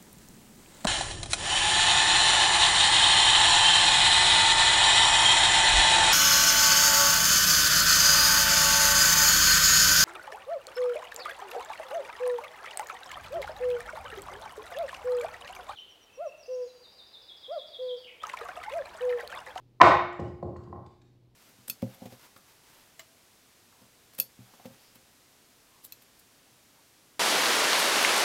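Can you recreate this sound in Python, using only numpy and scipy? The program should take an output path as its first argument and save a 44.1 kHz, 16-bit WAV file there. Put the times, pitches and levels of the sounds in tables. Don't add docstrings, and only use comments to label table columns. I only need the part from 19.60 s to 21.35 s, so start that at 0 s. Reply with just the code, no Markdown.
import sys
import numpy as np
from scipy import signal
from scipy.fft import rfft, irfft, next_fast_len
from scipy.io import wavfile

SR = 44100
rng = np.random.default_rng(int(sys.argv[2]) if len(sys.argv) > 2 else 0)


def store_pcm(level_fs):
    pcm = np.round(np.clip(level_fs, -1, 1) * 32767).astype(np.int16)
    wavfile.write(sys.argv[1], SR, np.atleast_2d(pcm).T)


N = 77175


def amp(db):
    return 10 ** (np.asarray(db) / 20)


def unit_rms(x):
    return x / np.sqrt(np.mean(x ** 2) + 1e-20)


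def along(points, hz):
    freqs, values = np.transpose(points)
    return np.interp(np.log(hz + 1), np.log(freqs + 1), values)


def fade(t, t60):
    return np.exp(-np.log(1000) * t / t60)


def swell(t, rise_s):
    return 1 - np.exp(-np.maximum(t, 0) / rise_s)


def clock():
    return np.arange(N) / SR


def delayed(x, seconds):
    return np.pad(x, (max(round(seconds * SR), 0), 0))[:N]


def filtered(x, response):
    size = next_fast_len(N + SR // 2)
    hz = np.fft.rfftfreq(size, 1 / SR)
    return irfft(rfft(x, size) * response(hz), size)[:N]


def cut(x, hz, side, order):
    return signal.sosfilt(signal.butter(order, hz, side, fs=SR, output="sos"), x)


def noise(spectrum):
    return unit_rms(filtered(rng.standard_normal(N), lambda hz: amp(along(spectrum, hz))))


def pulse(spectrum):
    size = 4096
    gain = amp(along(spectrum, np.fft.rfftfreq(size, 1 / SR)))
    cepstrum = irfft(np.log(gain))
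    cepstrum[1:size // 2] *= 2
    cepstrum[size // 2 + 1:] = 0
    return np.pad(irfft(np.exp(rfft(cepstrum))), (0, N - size))


def ringing(modes):
    out = np.zeros(N)
    for hz, db, t60 in modes:
        t = clock()[:int(2 * t60 * SR)]
        out[:len(t)] += amp(db) * fade(t, t60) * np.sin(2 * np.pi * hz * t)
    return out


def blooming(modes):
    return sum(swell(clock(), rise_s) * ringing([(hz, db, t60)]) for hz, db, rise_s, t60 in modes)


# (f/Hz, relative level/dB)
ROOM_TONE = [(25, 6), (60, -7.5), (130, -6), (200, -10), (350, -8), (500, -18), (900, -25), (1500, -34),
             (4000, -32), (8000, -43.5), (15500, -44.5)]


def background(air_db=-62, hum_hz=122, hum_db=-62.5):
    hum = unit_rms(np.sin(2 * np.pi * hum_hz * clock()))
    return amp(air_db) * noise(ROOM_TONE) + amp(hum_db) * hum


# (f/Hz, t60/s)
ROOM_DECAY = [(100, 0.32), (300, 0.23), (600, .62), (1000, 0.56), (2000, 0.66), (4000, 0.58), (7000, 0.36),
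              (12000, 0.24)]


def room(x, delay_s=0.0017, hold_s=0.066):
    hz, t, bands = signal.stft(rng.standard_normal(N), SR, nperseg=256)
    decay = fade(np.maximum(t - hold_s, 0), along(ROOM_DECAY, hz)[:, None])
    tail = signal.istft(bands * decay, SR, nperseg=256)[1][:N]
    tail *= swell(clock() - delay_s, rise_s=0.0058)
    return signal.fftconvolve(x, tail / np.linalg.norm(tail))[:N]


# (t/s, level/dB, pitch ratio)
NEAR_TICKS = [(.527, -57.5, 0.79), (.596, -50.5, 0.77), (.68, -64, 1.3), (0.828, -63, 1.15),
              (0.965, -59, 1.12), (1.036, -64.5, 1.27), (1.262, -58.5, 0.93), (1.416, -62.5, .99)]
# (f/Hz, relative level/dB)
SCRATCH_SPECTRUM = [(500, -12), (1500, 6.5), (3000, -2), (4500, 4), (6000, -5.5), (7500, 2), (10000, -23.5),
                    (15000, -21.5)]
# (f/Hz, relative level/dB, t60/s)
PING_MODES = [(2490, -5, 0.025), (3812, -5.5, 0.055)]


def ticks(room_db=-1):
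    t, close = clock(), np.zeros(N)
    for start, db, ratio in NEAR_TICKS:
        scratch = swell(t, rise_s=0.0018) * fade(t, t60=0.045) * noise(SCRATCH_SPECTRUM)
        ping = ringing([(hz * ratio, level, t60) for hz, level, t60 in PING_MODES])
        close += delayed(amp(db) * (scratch + ping), start)
    return close + amp(room_db) * room(close)


# (f/Hz, relative level/dB, rise/s, t60/s)
FLOOR_MODES = [(161.7, -1.5, 0.005, 0.28), (189.7, -0.5, 0.004, 0.21)]
# (f/Hz, relative level/dB)
BOOM_SPECTRUM = [(25, -33.5), (45, -15.5), (70, -3), (100, 2), (180, -5.5), (245, -10), (320, -8),
                 (450, -10.5), (900, -56), (2500, -120)]
# (f/Hz, relative level/dB, rise/s, t60/s)
BASS_MODES = [(80, -2.5, 0.1, 0.39), (105, -2.5, .05, 0.2)]


def floor_thump(boom_db=-3.5):
    t = clock()
    boom = amp(boom_db) * swell(t, rise_s=0.0083) * fade(t, t60=0.68) * noise(BOOM_SPECTRUM)
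    return blooming(FLOOR_MODES) + delayed(boom + blooming(BASS_MODES), seconds=0.015)


# (t/s, level/dB)
RIM_LANDINGS = [(.5955, -25), (.8285, -23.5), (1.127, -42)]
# (f/Hz, relative level/dB, t60/s)
RIM_MODES = [(545, -5, 0.027), (704, -4, 0.013)]


def rim_knocks(soft_hz=940):
    knock = cut(ringing(RIM_MODES), soft_hz, "low", order=3)
    return sum(delayed(amp(db) * knock, start) for start, db in RIM_LANDINGS)


# (f/Hz, relative level/dB, t60/s)
WOOD_MODES = [(590.3, -11.5, 0.038), (719.6, -15, 0.035), (820, -8, .04), (1059.7, -5.5, 0.085),
              (1095.5, -19.5, 0.018), (1303, -18.5, 0.014), (1594, -26, .03), (1930, -10.5, 0.049),
              (2194, -13, 0.031), (3637, -21.5, 0.031)]
# (f/Hz, relative level/dB)
CLACK_SPECTRUM = [(100, -11), (250, 1), (450, 9), (1200, 10), (2500, -4.5), (4000, -13.5), (6000, -22),
                  (8000, -28.5), (11000, -37), (15500, -39.5)]


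def paddle_blow(clack_db=20, direct_top_hz=4884, room_db=-0.5):
    wood = ringing(WOOD_MODES)
    clack = amp(clack_db) * pulse(CLACK_SPECTRUM)
    t = clock()[:SR // 20]
    roughness = rng.standard_normal(len(t)) * fade(t, t60=0.021)
    rough_clack = signal.fftconvolve(clack, roughness / np.linalg.norm(roughness))[:N]
    direct = cut(wood + rough_clack, direct_top_hz, "low", order=3)
    return direct + amp(room_db) * (room(wood) + room(clack))


# (f/Hz, relative level/dB, t60/s)
LINGERING_TONES = [(353.5, 0, 1.25), (812, -5, .85), (1074, -3, .65), (1905, -13, .7)]
# (t/s, blow level/dB, lowest excited f/Hz, highest excited f/Hz, thump level/dB, ring level/dB)
RUG_CONTACTS = [(0.2015, -17.5, 471.4, 1274, -74.5, -63), (0.2083, -12, 390, 1706, -41, -80.5),
                (.2122, -4, 327, 1550, -24, -74), (.2153, -1.5, 448, 8330, -59.5, -27),
                (.2183, -2.5, 444, 1487, -38, -74.5), (.5925, -21.5, 430, 670, -31, -34.5),
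                (.827, -20.5, 330, 655, -32.5, -41.5), (0.961, -39, 1105, 1420, -42, -66.5),
                (1.074, -45, 196, 990, -42.5, -62.5), (1.1275, -28.5, 620, 882, -41.5, -49.5),
                (1.160, -38.5, 940, 930, -51, -51.5), (1.236, -54, 1023, 1220, -64, -93)]


def paddle_drop():
    blow, thump, tones = paddle_blow(), floor_thump(), ringing(LINGERING_TONES)
    out = np.zeros(N)
    for start, blow_db, low_hz, high_hz, thump_db, ring_db in RUG_CONTACTS:
        knock = cut(blow, low_hz, "high", order=2)
        knock = cut(knock, high_hz, "low", order=4)
        ring = cut(tones, high_hz, "low", order=3)
        out += delayed(amp(blow_db) * knock + amp(thump_db) * thump + amp(ring_db) * ring, start)
    return out


def scene():
    return (paddle_drop() + rim_knocks() + ticks() + background())[None]


def record(dry):
    low_cut_hz, top_hz = 50, 15700
    rounded = dry[0] / (1 + np.abs(dry[0]) ** 6) ** (1 / 6)
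    trimmed = cut(rounded, low_cut_hz, "high", order=2)
    return filtered(trimmed, lambda hz: hz < top_hz)[None]


dry = scene()
out = record(dry)
store_pcm(out)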